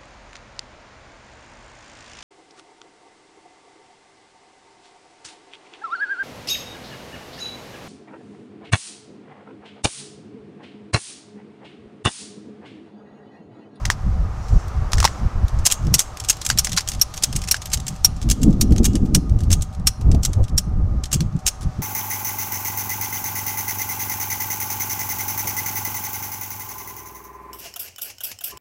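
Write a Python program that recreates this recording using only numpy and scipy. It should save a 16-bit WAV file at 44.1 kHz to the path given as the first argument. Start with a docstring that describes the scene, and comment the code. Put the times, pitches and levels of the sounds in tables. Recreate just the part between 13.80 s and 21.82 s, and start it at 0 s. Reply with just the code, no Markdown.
"""Sharp steel snaps and rattles: a ratchet cranks a strap tight round a car wheel, outdoors at night.
The pawl drops behind tooth after tooth, the handle strikes wheel and frame, hooks knock on the rim and
webbing swishes over rubber. Each blow chatters, rings and echoes off car and ground. Gusts buffet the
bare microphone; behind them lie far traffic and a faint motor whine."""
import sys
import numpy as np
from scipy import signal
from scipy.fft import rfft, irfft, next_fast_len
from scipy.io import wavfile
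from scipy.ndimage import uniform_filter1d, map_coordinates

SR = 44100
rng = np.random.default_rng(int(sys.argv[2]) if len(sys.argv) > 2 else 0)


def waveform_to_disk(signal):
    """Save audio, clipped to [-1, 1], as 16-bit WAV at the path in sys.argv[1]."""
    frames = np.transpose(np.atleast_2d(signal))
    scaled = np.clip(frames, -1, 1) * 32767
    samples = np.round(scaled).astype(np.int16)
    wavfile.write(sys.argv[1], SR, samples)


N = 353682

# The pawl at the wheel, one drop a stroke: start_s, level_db, ring_db (relative to level_db)
PAWL_DROPS = [(2.1398, -5.5, -6), (2.7855, -8.5, -2), (3.2138, -12.5, 5), (3.7116, -9.5, 2.5),
              (4.246, -10.5, 7), (4.8107, -11, -2.5), (5.347, -10, -1.5), (6.07, -8, -3), (6.778, -12, -4),
              (7.674, -10, -7)]
# Ring of the steel pawl: pitch_hz, level_db, t60_s
PAWL_MODES = [(2760, -33, 0.17), (4177, -10.5, 0.045), (5160, -13, 0.052), (5560, -1, 0.16),
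              (5820, -10, .15), (6340, -17.5, .15), (9700, -14.5, 0.049), (9630, -9.5, 0.14),
              (12110, -7.5, 0.097)]
# Crack of steel on steel at the microphone: frequency_hz, density_db
STEEL_SPECTRUM = [(700, -18.5), (1700, -14), (2660, -10), (3700, -9), (6300, -0.5), (9400, -5.5),
                  (10500, -9.5), (15000, -17.5)]
def pawl():
    """The pawl snaps down behind a tooth and rings; the handle rings faintly with it."""
    chatter_ms = 12.3
    blows = [(start_s, level_db, chatter_ms, buckle_ring(pawl_db=ring_db, handle_db=-24.5))
             for start_s, level_db, ring_db in PAWL_DROPS]
    return contacts(blows, STEEL_SPECTRUM, swell=0.018) + jingle(blows, PAWL_MODES)


# The handle against wheel and frame: start_s, level_db, chatter_ms
HANDLE_STOPS = [(1.852, -11.5, 15), (1.8629, -3.5, 6.9), (1.912, -12.5, 7.8), (1.9208, -8.5, 4.4),
                (2.1913, -6.5, 5.3), (2.2023, -9, 2.7), (2.486, -14, 5.5), (2.4964, -6.5, 12.2),
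                (2.6492, -20.5, 8.4), (2.6627, -14, 5.8), (2.6895, -16, 1.3), (2.846, -10, 1.9),
                (3.0868, -13, 3.9), (3.4343, -8, 10.5), (3.561, -14.5, 6.2), (3.931, -10.5, 14.7),
                (4.0798, -16.5, 6.2), (4.499, -12.5, 3.6), (4.51, -10, 8.5), (4.631, -18.5, 6.1),
                (5.0434, -8.5, 1.1), (5.0524, -11, 11), (5.715, -12.5, 3.1), (5.7265, -11, 10.7),
                (5.821, -20, 4.3), (6.4326, -13.5, 1.4), (6.4487, -13.5, 11), (7.3273, -13, 11),
                (7.3392, -12, 6.8), (7.6646, -8.5, 4.7)]
# Ring of the steel handle: pitch_hz, level_db, t60_s
HANDLE_MODES = [(2850, -12, 0.21), (3274, -12, 0.39), (6400, -1, 0.21), (6670, -7.5, 0.11),
                (7524, 2.5, 0.062), (8480, -2, 0.032), (12700, -24, .08), (13700, -27.5, .08)]
def handle():
    """The handle strikes wheel and frame, setting itself and the pawl ringing."""
    blows = [(start_s, level_db, chatter_ms, buckle_ring(pawl_db=-11.5, handle_db=-8))
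             for start_s, level_db, chatter_ms in HANDLE_STOPS]
    return contacts(blows, STEEL_SPECTRUM, swell=0.19) + jingle(blows, HANDLE_MODES)


# One more handle strike (at 2.9725 s) and, in the other rows, hooks on the wheel rim:
# start_s, level_db, note_db (relative), pitch_hz, chatter_ms
WHEEL_KNOCKS = [(0.0531, -10, -3, 1920, 2.7), (0.1014, -4.5, 3, 1915, 1.57),
                (1.1327, -8.5, -7.5, 1920, 2.04), (1.1823, -12.5, -5, 1900, 2.6),
                (1.202, -6.5, -20, 1390, 2.2), (1.228, -10.5, 0, 1110, 2.9),
                (1.2431, -2.5, -0.5, 1020, 2.2), (1.2506, -3, 3, 925, 5.9), (1.276, -16, 2.5, 1880, 1.5),
                (1.907, -26, -1, 2400, 4.4), (2.7007, -2, -6, 1420, 2.4), (2.8704, -13, -22, 1340, 2.8),
                (2.9725, -9, -27, 2040, 17.2), (3.7433, -10, 0.5, 1500, 1.9)]
# Clack of these blows: frequency_hz, density_db
KNOCK_SPECTRUM = [(500, -27), (900, -5.5), (1600, -6), (3500, -7.5), (5600, -1), (7200, -6), (15000, -27)]
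def knocks():
    """Hooks clack on the rim, most with a hollow note; the handle gives a longer chattering steel snap."""
    blows = [(start_s, level_db, chatter_ms, ringing([(hz, note_db - 2, .04)], spread_db=0, waver=0.36))
             for start_s, level_db, note_db, hz, chatter_ms in WHEEL_KNOCKS]
    return contacts(blows, KNOCK_SPECTRUM, echo_db=-4.5, scrapes=False)


# Loose parts of the buckle: start_s, level_db
LOOSE_TICKS = [(0.684, -34), (0.88, -40), (1.1185, -24), (1.172, -30), (1.682, -29), (1.789, -29.5),
               (1.901, -20), (2.068, -33), (2.183, -23), (2.3712, -26), (2.3998, -21), (2.4387, -24.5),
               (2.447, -25.5), (2.527, -26), (2.568, -33), (2.6153, -19.5), (2.728, -31), (2.775, -15.5),
               (2.862, -34), (2.8935, -24), (2.918, -21.5), (2.9305, -17.5), (2.965, -17), (3.007, -22),
               (3.0755, -23), (3.1, -33), (3.1168, -22.5), (3.134, -30), (3.148, -31), (3.196, -31.5),
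               (3.3396, -23.5), (3.3608, -36), (3.369, -27), (3.3765, -21), (3.424, -21), (3.527, -22.5),
               (3.554, -27.5), (3.589, -32), (3.6174, -22.5), (3.638, -26.5), (3.648, -33), (3.675, -27),
               (3.6844, -19.5), (3.7637, -28), (3.818, -23), (3.8564, -22.5), (3.87, -33), (3.901, -33),
               (3.917, -22.5), (3.973, -30), (4.0001, -28.5), (4.067, -23.5), (4.162, -34.5),
               (4.365, -34.5), (4.4159, -27), (4.427, -26), (4.4886, -25), (4.6159, -34), (4.727, -38),
               (4.908, -36), (4.922, -26), (4.9617, -26), (4.981, -25), (5.033, -25), (5.132, -37),
               (5.1542, -19.5), (5.495, -38.5), (5.5886, -35), (5.6055, -30), (5.635, -31.5), (5.703, -26),
               (5.81, -35), (6.211, -33.5), (6.3153, -27), (6.346, -33.5), (6.5316, -27), (6.64, -31.5),
               (7.2367, -26), (7.2555, -26.5), (7.316, -21), (7.4058, -21.5), (7.81, -34), (7.819, -34),
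               (7.83, -28.5)]
# Light contacts and after-ring: frequency_hz, density_db
LIGHT_SPECTRUM = [(1200, -17), (2800, -10.5), (6200, -6.5), (10000, -15), (15000, -29)]
def loose_parts():
    """Loose steel ticks, and the loaded buckle creeps in four faint ticks before each pawl drop."""
    creep = [(drop_s - rng.uniform(.07, .15), rng.normal(-44, 3))
             for drop_s, *_ in PAWL_DROPS for _ in range(4)]
    blows = []
    for start_s, level_db in [*LOOSE_TICKS, *creep]:
        chatter_ms = 3.46 * amp(rng.normal(0, 4))
        tones = amp(-14) * ringing(PAWL_MODES + HANDLE_MODES, spread_db=5, waver=0.25)
        blows.append((start_s, level_db, chatter_ms, tones))
    return contacts(blows, LIGHT_SPECTRUM) + jingle(blows, HANDLE_MODES)


def buckle_ring(pawl_db, handle_db):
    """One blow rings both steel parts of the buckle."""
    pawl_tones = amp(pawl_db) * ringing(PAWL_MODES, spread_db=2.5, waver=0.13)
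    return pawl_tones + amp(handle_db) * ringing(HANDLE_MODES, spread_db=2.5, waver=0.19)


def ringing(modes, spread_db, waver):
    """Modes ring at new strengths each blow; loose contact shifts each phase by about waver turns a step."""
    t = np.arange(SR // 12) / SR
    steps_s = np.linspace(0, .2, 80)
    tones = np.zeros(len(t))
    for hz, level_db, t60_s in modes:
        decay = amp(level_db + rng.normal(0, spread_db) - 60 * t / t60_s)
        drift = rng.random() + np.cumsum(rng.normal(0, waver, len(steps_s)))
        tones += decay * np.sin(2 * np.pi * (hz * t + np.interp(t, steps_s, drift)))
    return tones


def contacts(blows, spectrum, swell=0, echo_db=0, scrapes=True):
    """Blows build over a share (swell) of their chatter time, then echo off car and ground."""
    power, ring = np.zeros((2, N + SR))
    t = np.arange(SR // 5) / SR
    lead_s = np.arange(-SR // 50, 0) / SR
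    echoes = (1 - np.exp(-t / 0.0023)) * amp(-2.5 - 60 * t / 0.071)
    for start_s, level_db, chatter_ms, tones in blows:
        at = round(start_s * SR)
        attack = 1 - np.exp(-t / (0.00017 + swell * chatter_ms / 1000))
        chatter = attack * np.exp(-(t * 1000 / chatter_ms) ** 2)
        power[at:at + len(t)] += (amp(level_db - 6) * (chatter + amp(echo_db) * echoes)) ** 2
        if scrapes:  # a brief scrape leads into the blow
            power[at - len(lead_s):at] += amp(level_db - 20 + 60 * lead_s / .024) ** 2
        ring[at:at + len(tones)] += amp(level_db) * (chatter + 0.53 * echoes)[:len(tones)] * tones
    grit = amp(2.57 * wobble(700))  # many tiny re-contacts
    crackle = unit(grit * patchy(noise(spectrum), depth_db=1.5, frames=5))
    return np.sqrt(power[:N]) * crackle + ring[:N]


def jingle(blows, modes, below_db=31.5, t60_s=.37):
    """The struck part keeps jingling weakly, in fuzzy bands at its modes."""
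    power = np.zeros(N + SR)
    t = np.arange(SR // 5) / SR
    for start_s, level_db, *_ in blows:
        at = round(start_s * SR)
        power[at:at + len(t)] += amp(level_db - below_db - 60 * t / t60_s) ** 2
    bands = lambda f: .25 + sum(amp(db / 4) * peak(f, hz, width_hz=140) for hz, db, _ in modes)
    shimmer = patchy(filtered(noise(LIGHT_SPECTRUM), bands), depth_db=2.5, frames=36)
    return np.sqrt(power[:N]) * shimmer


# The strap sliding on the tyre: middle_s, half_length_s, level_db
STRAP_DRAGS = [(0.736, 0.15, -50.5), (1.3, 0.094, -43.5)]
# Swish of the webbing: frequency_hz, density_db
WEBBING_SPECTRUM = [(1500, -19), (4000, -9), (6000, 1), (8000, -9), (12000, -26)]
def strap():
    """Webbing slides over rubber in short grainy swishes."""
    t = np.arange(N) / SR
    level = sum(amp(db - 10 * ((t - middle_s) / half_s) ** 2) for middle_s, half_s, db in STRAP_DRAGS)
    grain = amp(2.5 * wobble(60))
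    return level * unit(grain * patchy(noise(WEBBING_SPECTRUM), depth_db=3.5, frames=8))


# Puffs right on the bare microphone: middle_s, half_length_s, slow_eddies_db, fast_eddies_db
WIND_PUFFS = [(0.064, 0.063, -21.5, -30.5), (0.374, 0.27, -18, -30.5), (0.741, 0.075, -14.5, -31),
              (0.99, 0.19, -21, -42), (1.196, .08, -12, -26), (1.447, 0.039, -11.5, -25),
              (1.6, 0.075, -16.5, -32.5), (1.804, 0.078, -19, -38.5), (2.081, 0.087, -19, -19.5),
              (2.79, .14, -21, -29.5), (2.916, 0.057, -26, -22.5), (3.165, 0.05, -23, -28),
              (3.583, 0.15, -23.5, -29), (3.977, .13, -25.5, -32), (4.105, 0.056, -43, -27),
              (4.316, 0.13, -26.5, -32.5), (4.498, .06, -12, -18), (4.677, 0.091, -16, -15),
              (4.96, 0.35, -15.5, -18), (5.21, 0.089, -19, -22), (5.375, .1, -15.5, -17),
              (5.666, 0.23, -14.5, -26.5), (6.038, 0.09, -20.5, -29), (6.327, .12, -9.5, -19),
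              (6.493, .04, -14, -23.5), (6.601, 0.052, -9, -22), (6.748, 0.059, -16, -25.5),
              (7.048, 0.22, -15.5, -26.5), (7.43, 0.083, -22, -20.5), (7.56, 0.032, -32, -22),
              (7.673, 0.035, -25.5, -40.5), (7.862, 0.057, -19.5, -21), (7.994, 0.059, -22, -31)]
def puffs(column, fade_db, calm_db):
    """Eddy level in dB: puffs swell out of the calm, fade_db down at half a length from their middle."""
    t = np.arange(0, N / SR + .01, .005)
    power = sum(amp(row[column] - fade_db * ((t - row[0]) / row[1]) ** 2) ** 2 for row in WIND_PUFFS)
    return np.interp(np.arange(N) / SR, t, 10 * np.log10(amp(calm_db) ** 2 + power))


# Rumble of slow eddies at the microphone port: frequency_hz, density_db
SLOW_EDDIES = [(12, -7), (30, -4), (60, -1), (110, -7.5), (200, -26.5), (500, -88.5)]
# Fast eddies there in a light breeze: frequency_hz, density_db
FAST_EDDIES = [(70, -13), (130, 3.5), (180, -1), (280, -16), (600, -40.5), (1400, -78)]
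# Rough edge of strong puffs: frequency_hz, density_db
FLUTTER_SPECTRUM = [(150, -16.5), (350, 3), (700, -2.5), (1100, -16.5), (2500, -46.5)]
def wind():
    """Eddies roll over the microphone port one after another, slow and fast ones in shared lumps."""
    slow_db = puffs(column=2, fade_db=13, calm_db=-34.5)
    fast_db = puffs(column=3, fade_db=13.5, calm_db=-49.5)
    flutter_db = -39 + 1.3 * (slow_db + 12.5)
    # a lasting gust sheds quicker eddies
    gust = np.clip((uniform_filter1d(fast_db, size=SR // 2) + 33.5) / 14, 0, 1)
    eddies = np.sqrt(1 - gust) * noise(FAST_EDDIES)
    eddies += np.sqrt(gust) * noise(np.multiply(FAST_EDDIES, (1.5, 1)))
    even_out = lambda x: x / np.sqrt(np.abs(uniform_filter1d(x ** 2, size=SR // 12)) + 0.039)
    lumps = wobble(25)
    slow = unit(amp(3.63 * lumps) * even_out(noise(SLOW_EDDIES)))
    fast = unit(amp(1.23 * lumps + 4.4 * wobble(50)) * even_out(eddies))
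    flutter = unit(amp(2.6 * lumps + 3.6 * wobble(60)) * noise(FLUTTER_SPECTRUM))
    return amp(slow_db) * slow + amp(fast_db) * fast + amp(flutter_db) * flutter


# Rise and fall of the far street: time_s, drone_db (relative), hiss_db
STREET_LEVELS = [(0, -40, -53.5), (.45, -40, -54.5), (.9, -36.5, -53.5), (1.3, -36, -52.5), (2, -38, -52.5),
                 (2.8, -43.5, -48.5), (3.6, -44, -51), (4.3, -46, -52.5), (5.4, -49, -61),
                 (6.3, -45.5, -59.5), (7, -47.5, -63.5), (8.02, -43, -55.5)]
# Drone of traffic from a distance: frequency_hz, density_db
DRONE_SPECTRUM = [(150, 4.5), (400, 0.5), (600, 1.5), (1200, 3.5), (1600, -4.5), (2900, -16.5),
                  (6000, -44.5)]
# Treble hiss above it: frequency_hz, density_db
HISS_SPECTRUM = [(1500, -8.5), (3200, -5.5), (6000, -2.5), (9500, -15.5), (15000, -25.5)]
def traffic():
    """Far traffic drones and hisses, its level wavering slightly."""
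    times_s, *levels = np.transpose(STREET_LEVELS)
    drone_db, hiss_db = (np.interp(np.arange(N) / SR, times_s, db) for db in levels)
    drone = amp(drone_db - 2 + 0.33 * wobble(9.2)) * noise(DRONE_SPECTRUM)
    return drone + amp(hiss_db + wobble(6.3)) * noise(HISS_SPECTRUM)


# A faint motor in the background: pitch_hz, width_hz, level_db
MOTOR_TONES = [(611.5, 54, -57), (760.4, 24, -52.5), (848, 17, -60.5), (1231, 44, -55.5)]
def motor():
    """A motor whines in steady fuzzy tones, each a narrow band of noise."""
    return sum(amp(level_db) * unit(filtered(rng.standard_normal(N), lambda f: peak(f, hz, width_hz)))
               for hz, width_hz, level_db in MOTOR_TONES)


def amp(db):
    return 10 ** (np.asarray(db) / 20)


def unit(x):
    return x / np.sqrt(np.mean(x ** 2) + 1e-20)


def peak(f, centre_hz, width_hz):
    return 1 / (1 + (2 * (f - centre_hz) / width_hz) ** 2)


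def wobble(rate):
    """A smooth random curve, rate knots a second."""
    return map_coordinates(rng.standard_normal(int(N * rate / SR) + 4), [np.arange(N) * rate / SR])


def filtered(x, response):
    """x shaped by a gain that depends on frequency."""
    size = next_fast_len(N + 8192)
    return irfft(rfft(x, size) * response(np.fft.rfftfreq(size, 1 / SR)), size)[..., :N]


def noise(spectrum):
    """Noise of rms 1, its spectrum points joined on a log frequency axis."""
    hz, db = np.transpose(spectrum)
    return unit(filtered(rng.standard_normal(N), lambda f: amp(np.interp(np.log(f + 1), np.log(hz), db))))


def patchy(x, depth_db, frames):
    """x with patches of random gain, some 500 Hz wide and frames times 6 ms long."""
    spectra = signal.stft(x, nperseg=512)[2]
    patches = uniform_filter1d(rng.standard_normal(spectra.shape), size=6, axis=0)
    patches = uniform_filter1d(patches, size=frames, axis=1)
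    return unit(signal.istft(spectra * amp(depth_db * unit(patches)), nperseg=512)[1][:N])


def scene():
    """The work at the wheel, the wind and the far street, all at one microphone."""
    ratchet = pawl() + handle() + knocks() + loose_parts()
    return (ratchet + strap() + wind() + traffic() + motor())[None]


def record(dry, ceiling=.98, top_hz=15700):
    """The loudest snaps clip softly, and the treble is cut steeply above top_hz."""
    clipped = dry / (1 + np.abs(dry / ceiling) ** 8) ** (1 / 8)
    return filtered(clipped, lambda hz: 1 / (1 + (hz / top_hz) ** 120))


dry = scene()
out = record(dry)
waveform_to_disk(out)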